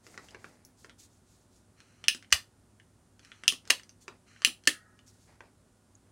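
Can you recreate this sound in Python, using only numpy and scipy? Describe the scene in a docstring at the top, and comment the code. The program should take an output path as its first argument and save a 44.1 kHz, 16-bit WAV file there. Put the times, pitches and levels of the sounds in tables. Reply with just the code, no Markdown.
"""Fingers rub and a circuit board knocks on a sliding wooden block, over the faint hum of a small room.
Then, close by, a spring-loaded desoldering pump is cocked and fired three times. Friction makes the
plunger scrape down the barrel until it latches; the trigger releases the spring, and the plunger slams
back with a puff of air. Each impact excites the barrel's damped modes and a short reverberation."""
import sys
import numpy as np
from scipy import signal
from scipy.fft import rfft, irfft
from scipy.io import wavfile

SR = 44100
rng = np.random.default_rng(int(sys.argv[2]) if len(sys.argv) > 2 else 0)


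def to_wav(s):
    """Save 16-bit WAV."""
    ch = np.atleast_2d(s).T  # columns
    pcm = np.round(np.clip(ch, -1, 1) * 32767)  # PCM
    wavfile.write(sys.argv[1], SR, pcm.astype(np.int16))


N = 269704
T = np.arange(SR // 2) / SR  # time axis of one short event, in seconds


def amp(db):
    """Converts decibels to an amplitude ratio."""
    return 10 ** (np.asarray(db) / 20)


def unit(x):
    """Normalises a signal to unit energy."""
    return x / np.sqrt(np.sum(x ** 2) + 1e-20)


def read(points, hz):
    """Interpolates a table on a logarithmic frequency axis."""
    f, value = np.transpose(points)
    return np.interp(np.log(hz + 1), np.log(f + 1), value)


def add(mix, s, sound):
    """Superposition: adds a sound to the mix at s seconds."""
    part = mix[max(round(s * SR), 0):][:len(sound)]
    part += sound[:len(part)]


def colour(x, points, size=4096):
    """Minimum-phase filtering by a curve of (Hz, dB) points."""
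    hz = abs(np.fft.fftfreq(size, 1 / SR))
    log_gain = np.log(amp(np.maximum(read(points, hz), -100)))
    response = np.exp(np.conj(signal.hilbert(log_gain)))
    taps = np.fft.ifft(response).real[:size // 2]
    return signal.fftconvolve(x, taps)[:len(x)]


def fade(t60):
    """Exponential damping: the amplitude falls 60 dB in t60 seconds."""
    return np.exp(-np.log(1000) * T / t60)


def ring(modes):
    """Free vibration: a sum of damped modes, neighbours starting in opposite directions."""
    return sum((-1) ** k * amp(db) * fade(t60) * np.sin(2 * np.pi * hz * T)
               for k, (hz, db, t60) in enumerate(modes))


def chatter(x, share, t60):
    """Secondary impacts: loose parts repeat a blow as a dying random rattle."""
    impacts = rng.standard_normal(len(T)) * rng.exponential(1, len(T))
    rattle = unit(impacts * fade(t60) * (1 - fade(t60 / 4)))
    return unit(x + share * signal.fftconvolve(x, rattle)[:len(T)])


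# The room's steady noise. Each row: frequency in Hz, relative level in dB.
NOISE_SPECTRUM = [(12, -55.5), (20, -20.5), (44, -10.5), (101, -3.5), (130, -9), (241, -6.5), (328, -13.5),
                  (367, -15), (499, -17.5), (590, -18), (1480, -25), (2390, -31.5), (4300, -32),
                  (9400, -28.5), (12500, -41.5), (16000, -46)]
# Its width. Each row: frequency in Hz, side gain in dB.
NOISE_WIDTH = [(100, -32), (500, -19), (8000, -18)]
# The hum. Each row: frequency in Hz, rms level in dB.
HUM_LINES = [(60, -77.5), (102, -71), (240, -80.5), (370, -81), (600, -88.5), (1440, -89), (9598, -90.5)]
# The balance of noise and hum. Each row: frequency in Hz, left minus right in dB.
BACKGROUND_LEAN = [(100, -.5), (240, -0.5), (480, -2), (950, -2.5), (1900, -1), (7500, -.5), (15000, 0.5)]

def background():
    """Broadband noise plus a line spectrum: a hum wavering in phase, all leaning slightly right."""
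    t, hz = np.arange(N) / SR, np.fft.rfftfreq(N, 1 / SR)
    spectrum = amp(read(NOISE_SPECTRUM, hz))
    mid, side = (np.sqrt(N) * unit(irfft(rfft(rng.standard_normal(N)) * spectrum, N)) for _ in range(2))
    side = colour(side, NOISE_WIDTH)
    waver = np.interp(t, np.linspace(0, t[-1], 30), rng.standard_normal(30))
    hum = sum(np.sqrt(2) * amp(db) * np.sin(2 * np.pi * (f * t + rng.random()) + .48 * waver)
              for f, db in HUM_LINES)
    pair = hum + amp(-65.5) * (mid + np.array([side, -side]))
    balance = amp(np.outer([.5, -.5], read(BACKGROUND_LEAN, hz)))
    return irfft(rfft(pair) * balance, N)


# The room's decay. Each row: frequency in Hz, t60 in seconds.
REVERB_TIMES = [(100, .22), (400, .2), (1500, .18), (3000, .18), (6000, .19), (10000, .19), (16000, .19)]
# The colour of its tail. Each row: frequency in Hz, gain in dB.
REVERB_SPECTRUM = [(100, 1.5), (300, 4), (1000, 5), (1800, -3.5), (2300, -1), (2850, -0.5), (3600, 6),
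                   (5500, -5), (8000, 0), (10000, 3.5), (12500, 3), (15000, 3.5)]
# Echoes from bench and near walls. Each row: delay in seconds, relative gain.
REFLECTIONS = [(.0019, .13), (.0044, .17), (.0078, .15), (0.016, .08)]

def room(x, wet_db):
    """Reverberation: near reflections, scatter from the cluttered bench, then a short diffuse tail."""
    hz, t, noise = signal.stft(rng.standard_normal(len(T)), SR, nperseg=256)
    decay = np.exp(-np.log(1000) * t / read(REVERB_TIMES, hz)[:, None])
    tail = signal.istft(noise * decay, SR, nperseg=256)[1][:len(T)]
    scatter, build_up = 1 + .44 * fade(.17), 1 - fade(.0071)
    response = colour(unit(tail * scatter * build_up), REVERB_SPECTRUM)
    for s, gain in REFLECTIONS:
        add(response, s, np.array([2 * gain]))
    return x + amp(wet_db) * signal.fftconvolve(x, response)[:len(x)]


def friction(size, spectrum, grain):
    """Friction noise of unit rms: a dense run of tiny slips, a few larger as grain rises."""
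    slips = rng.standard_normal(size) * (1 + grain * rng.exponential(1, size) ** 2)
    return np.sqrt(size) * unit(colour(slips, spectrum))


def stroke(length, spectrum, grain, uneven_db=2, uneven_s=.02):
    """Amplitude modulation of friction: a slide swells and dies away under uneven pressure."""
    progress = np.linspace(0, 1, max(int(length * SR), 64))
    uneven = np.interp(progress * length / uneven_s, np.arange(100), rng.standard_normal(100))
    pressure = np.sin(np.pi * progress ** .7) * amp(uneven_db * uneven)
    return np.sqrt(len(progress)) * unit(friction(len(progress), spectrum, grain) * pressure)


# Fingertip slides. Each row: start in seconds, length in seconds, level in dB.
FINGER_RUBS = [(0.029, 0.17, -65.5), (.19, .16, -67.5), (0.368, .24, -71), (.765, .13, -68.5),
               (0.98, 0.097, -60.5), (1.077, 0.15, -76), (1.256, 0.22, -73.5), (1.504, 0.13, -73),
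               (4.003, 0.062, -65.5), (5.062, 0.059, -65), (5.098, 0.3, -73.5)]
# The hiss of skin. Each row: frequency in Hz, relative level in dB.
SKIN_SPECTRUM = [(900, -51.5), (1800, -12.5), (3200, -10.5), (4500, -3), (7000, 0), (10000, -9),
                 (13000, -16.5), (16000, -20.5)]

def rubbing():
    """Fine-grained sliding friction: fingertips hiss on board and tool."""
    out = np.zeros(N)
    for s, length, db in FINGER_RUBS:
        add(out, s, amp(db) * stroke(length, SKIN_SPECTRUM, grain=.084))
    return room(out, wet_db=-9)


# Low handling rustles. Each row: start in seconds, length in seconds, level in dB.
HANDLING_RUSTLES = [(0, 0.78, -65.5), (3.631, 0.13, -65.5), (5.268, 0.12, -66), (6.041, 0.105, -78)]
# Their colour. Each row: frequency in Hz, relative level in dB.
RUSTLE_SPECTRUM = [(88, -27), (150, 1.5), (835, -5.5), (996, -8.5), (1260, -12), (1960, -8), (3620, -24),
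                   (5000, -16.5), (6500, -35.5), (11000, -120)]

def rustling():
    """Coarse-grained friction: the block slides, and a thumb rubs the trigger before the second shot."""
    out = np.zeros(N)
    for s, length, db in HANDLING_RUSTLES:
        add(out, s, amp(db) * stroke(length, RUSTLE_SPECTRUM, grain=.43))
    return out


# Knocks of the board. Each row: start in seconds, level in dB, treble gain in dB.
BOARD_KNOCKS = [(0.0669, -26.5, 13), (.143, -29.5, -10), (.177, -16.5, 9), (.347, -20.5, 3), (.444, -19, 0),
                (.846, -24.5, 7), (4.0809, -16, 6), (5.4065, -23, -4)]
# The response of the board on its block. Each row: frequency in Hz, relative level in dB.
BOARD_SPECTRUM = [(100, -20.5), (220, -10.5), (380, 4.5), (550, -4.5), (800, -8.5), (1100, -4), (1500, 1.5),
                  (2000, 1), (2800, -9.5), (3600, -20.5), (6000, -16.5), (9000, -33), (14000, -49)]

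def knocking():
    """Impulse response: the board strikes the block and rattles, and the block slides a little."""
    out = np.zeros(N)
    for s, db, treble_db in BOARD_KNOCKS:
        knock = colour(signal.unit_impulse(len(T)), BOARD_SPECTRUM)
        knock = unit(colour(knock, [(2000, 0), (5000, treble_db)]))
        add(out, s, amp(db) * room(chatter(knock, share=.81, t60=.014), wet_db=-4))
        add(out, s, amp(-67.5) * stroke(length=.11, spectrum=RUSTLE_SPECTRUM, grain=.4))
    return out


# Squeaks of the grip. Each row: start in seconds, level in dB, pitch in Hz, t60 in seconds.
GRIP_SQUEAKS = [(5.08, -34, 5300, .05), (5.952, -33.5, 6630, .012)]

def squeaking(pair_ratio=1.086, mode_t60=.01):
    """Random excitation of two close modes: a tiny squeak as the grip on the pump shifts."""
    out = np.zeros(N)
    for s, db, hz, t60 in GRIP_SQUEAKS:
        tones = unit(ring([(hz, 0, mode_t60), (hz * pair_ratio, -1, mode_t60)]))
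        add(out, s, amp(db) * room(chatter(tones, share=3, t60=t60), wet_db=-15))
    return out


# The pump's barrel. Each row: frequency in Hz, level in dB, t60 in seconds.
BARREL_MODES = [(1380, -14.5, 0.0066), (1768, -13.5, 0.017), (2473, -6, 0.011), (2795, 1.5, 0.008),
                (3485, 0.5, 0.0018), (3920, -2.5, 0.004), (5110, -5, 0.0093), (5037, -1.5, 0.0071),
                (6160, -10, 0.0027), (6880, -10.5, 0.0049), (7500, -15.5, 0.0027), (9220, -10.5, 0.01),
                (9900, -12.5, 0.0025), (10380, -16.5, 0.0033), (12900, -25, .003), (14830, -26.5, .003)]
# A contact's soft first touch, its grit, and the crack they form. Each row: frequency in Hz, gain in dB.
TOUCH_SPECTRUM = [(9500, 0), (12500, -7)]
GRIT_SPECTRUM = [(1000, -2.5), (4000, -0.5), (9500, 1), (12500, 5.5)]
CRACK_SPECTRUM = [(100, -12.5), (500, -10), (900, -14), (1450, -1.5), (1800, 0), (2200, -4.5), (2900, 2.5),
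                  (3650, -6), (4900, 0.5), (6200, -1), (8300, -10.5), (10800, -10.5), (13000, -19),
                  (16000, -20.5)]

def click(bass_db, body_db, treble_db, top_db, crack_db, knock_db=0):
    """Impact excitation: a dry crack and the barrel's ring, coloured by the blow's place and hardness."""
    grit = .56 * colour(unit(rng.standard_normal(len(T)) * fade(t60=.008)), GRIT_SPECTRUM)
    touch = colour(signal.unit_impulse(len(T)), TOUCH_SPECTRUM)
    crack = unit(colour(grit + touch, CRACK_SPECTRUM))
    contact = [(20, bass_db - 28), (100, bass_db), (240, bass_db - 3), (450, bass_db),
               (700, bass_db + knock_db), (1050, bass_db + knock_db), (1450, body_db), (1900, body_db),
               (2800, 0), (3300, 0), (5000, treble_db), (9000, treble_db), (12500, top_db)]
    return unit(colour(unit(ring(BARREL_MODES)) + amp(crack_db) * crack, contact))


def tick(bright_db, bass_db):
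    """Spectral tilt of a light impact: the brighter it is, the less body it has."""
    contact = click(bass_db, body_db=4 - .3 * bright_db, treble_db=bright_db,
                    top_db=1.6 * bright_db - 13.5, crack_db=13)
    return room(chatter(contact, share=.45, t60=.0093), wet_db=-3.5)


# Ticks of the pump. Each row: start in seconds, level in dB, brightness in dB.
HANDLING_TICKS = [(0.2862, -30, -3), (.308, -33, 5), (.6501, -29, 37), (0.896, -27.5, -6.5),
                  (1.804, -30.5, -2.5), (2.226, -29, -4), (2.2465, -33.5, -14), (2.7994, -32.5, -14),
                  (3.1944, -33, -1.5), (3.249, -31, 2), (3.318, -23, -12), (3.797, -26.5, -4),
                  (3.834, -30.5, 5), (3.8938, -28, 7), (4.363, -32, -22), (4.9912, -34.5, -6)]

def ticking():
    """Light impacts: parts touch inside the pump as it is handled."""
    out = np.zeros(N)
    for s, db, bright_db in HANDLING_TICKS:
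        add(out, s, amp(db) * tick(bright_db, bass_db=-2.5))
    return out


# Plunger and spring scraping in the barrel. Each row: frequency in Hz, relative level in dB.
SCRAPE_SPECTRUM = [(590, -54.5), (1000, -11), (1230, 2.5), (1870, 0), (2320, 0), (3070, -2), (3560, -23),
                   (4070, 1.5), (4810, -12.5), (5920, -1.5), (6430, -6), (9650, -17), (12000, -38),
                   (15600, -65.5), (22000, -120)]
# The compressed spring, and the plunger's thud. Each row: frequency in Hz, level in dB, t60 in seconds.
TAUT_SPRING_MODES = [(2822, -41, .07), (2958, -42, .08), (3270, -42, .08), (3412, -44, .07),
                     (4360, -45, .09), (9160, -43, .12), (9340, -43, .12), (9620, -43, .12)]
THUD_MODES = [(255, 5.5, 0.035), (350, .5, .025)]
# Cockings. Each row: latch time and push length in seconds, thumb force in dB,
# lead of the catch and delay of the end stop in seconds, latch level and body gain in dB.
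COCKING_STROKES = [(2.083, 0.33, -4.5, 0.042, 0.065, 10, -1.5),
                   (3.4797, .27, -0.5, .0431, 0.044, 10.5, -8.5),
                   (4.4482, .19, 1.5, .0282, 0.025, 10.5, -5.5)]

def cocking(rise_s=.027, sag_db=-4):
    """Friction, then impacts: the plunger scrapes, latches and bottoms out; the taut spring sings."""
    out = np.zeros(N)
    thud = ring(THUD_MODES)
    spring = ring(TAUT_SPRING_MODES) * (1 - fade(.01))
    for s, push, force_db, lead, overrun, db, body_db in COCKING_STROKES:
        t = T[T < push]
        # The scrape starts quickly and eases as the spring tightens.
        effort = np.minimum(t / rise_s, 1) * amp(force_db + sag_db * t / push)
        add(out, s - push, amp(-63.5) * effort * friction(len(t), SCRAPE_SPECTRUM, grain=.17))
        add(out, s - lead, amp(-17.5) * tick(bright_db=-4.5, bass_db=5))  # meets the catch
        add(out, s - lead / 2, amp(force_db - 29) * tick(bright_db=-12.5, bass_db=.5))  # slips over it
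        latch = click(bass_db=-13, body_db=body_db, treble_db=-1.5, top_db=-4, crack_db=-2)
        snap = chatter(latch, share=.2, t60=.01)
        add(out, s, room(amp(db) * snap + amp(-.5) * spring + amp(-49) * thud, wet_db=-6))
        add(out, s + overrun, amp(force_db - 13) * tick(bright_db=4, bass_db=4))  # hits the end stop
        add(out, s + overrun, amp(force_db - 42.5) * room(thud, wet_db=-6))
    return out


# The slack spring. Each row: cluster centre in Hz, level in dB, t60 in seconds.
SLACK_SPRING_MODES = [(1300, -7, 0.85), (1300, -0.5, 0.94), (1459, -2, 0.96), (1530, -9.5, .6),
                      (1650, -1, 0.37), (1680, 0.5, 0.91), (1850, -0.5, 1), (1938, -6, .7),
                      (1970, -7, 0.37), (2121, -6.5, 0.53)]

def shiver(spread_hz=45):
    """Beating: the slack spring's densely clustered modes blur into a soft rasp."""
    t = np.arange(SR) / SR
    modes = [(hz + offset, db, t60) for hz, db, t60 in SLACK_SPRING_MODES
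             for offset in rng.uniform(-spread_hz, spread_hz, size=6)]
    return sum(amp(db - 60 * t / t60) * np.sin(2 * np.pi * (hz * t + rng.random()))
               for hz, db, t60 in modes) / np.sqrt(12)


# The air in barrel and nozzle, and the bench. Each row: frequency in Hz, level in dB, t60 in seconds.
NOZZLE_MODES = [(252, -3, .07), (305, 0, .035), (420, -5, .025), (540, -3, .025)]
BENCH_MODES = [(62, 0, 0.089), (87.5, -2.5, .12)]
# Shots. Each row: slam time and squeeze length in seconds, trigger level in dB, flight in seconds,
# slam level and its bass, knock, body and treble gains in dB, rebound delay in seconds,
# rebound and room gains in dB, puff, spring and jolt levels in dB.
PUMP_SHOTS = [(2.326, .02, -30, .0026, 8.5, 3, 0.5, 7.5, 3.5, .0007, .5, -7, -51, -75, -33.5),
              (3.7028, 0.049, -26, .0025, 4.5, 0.5, 5.5, 3, 0, .0025, 5.5, -9, -42, -70.5, -57),
              (4.6744, .0362, -31.5, .0018, 8.5, -0.5, -3, 6, 3, 0.000685, -2, -7.5, -26.5, -53, -62)]

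def firing(take_up_share=.55, recoil_delay_s=.0035):
    """Release of elastic energy: the plunger trips, slams and rebounds; air, spring and bench resonate."""
    out = np.zeros(N)
    for (s, squeeze, trigger_db, flight, db, bass_db, knock_db, body_db, treble_db,
         rebound, rebound_db, wet_db, puff_db, spring_db, jolt_db) in PUMP_SHOTS:
        # The trigger ticks when touched and again partway through the squeeze.
        add(out, s - squeeze, amp(-34) * tick(bright_db=-.5, bass_db=-3.5))
        add(out, s - take_up_share * squeeze, amp(trigger_db) * tick(bright_db=5, bass_db=0))
        trip, slam, bounce = (click(bass_db, body_db, treble_db, top_db=treble_db - 6,
                                    crack_db=2.5, knock_db=knock_db) for _ in range(3))
        add(out, s - flight, amp(db - 8.5) * room(chatter(trip, share=1.9, t60=.024), wet_db))
        add(out, s, amp(db) * room(chatter(slam, share=.55, t60=.016), wet_db))
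        add(out, s + rebound, amp(db + rebound_db) * room(chatter(bounce, share=.45, t60=.018), wet_db))
        add(out, s, amp(puff_db) * room(ring(NOZZLE_MODES), wet_db=-9.5))
        add(out, s, amp(spring_db) * shiver())
        add(out, s + recoil_delay_s, amp(jolt_db) * ring(BENCH_MODES))
    return out


# A faint side signal. Each row: frequency in Hz, side gain in dB.
SIDE_GAINS = [(100, -38.5), (500, -25.5), (2000, -43), (5000, -45.5), (9000, -31.5), (14000, -21.5)]

def scene():
    """Mid-side stereo: a weak side signal in quadrature, shaped across frequency, is added to the centred mix."""
    mid = cocking() + firing() + ticking() + squeaking() + rubbing() + rustling() + knocking()
    width = amp(read(SIDE_GAINS, np.fft.rfftfreq(N, 1 / SR)))
    side = irfft(1j * rfft(mid) * width, N)
    return np.array([mid + side, mid - side]) + background()


def record(dry, ceiling=.95, cutoff_hz=15900):
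    """Soft saturation rounds the loudest peaks; a low-pass filter then limits the band."""
    rounded = dry / (1 + (dry / ceiling) ** 4) ** .25
    low_pass = signal.firwin(511, cutoff_hz, window=("kaiser", 9), fs=SR)
    return signal.oaconvolve(rounded, low_pass[None], "same")


dry = scene()
out = record(dry)
to_wav(out)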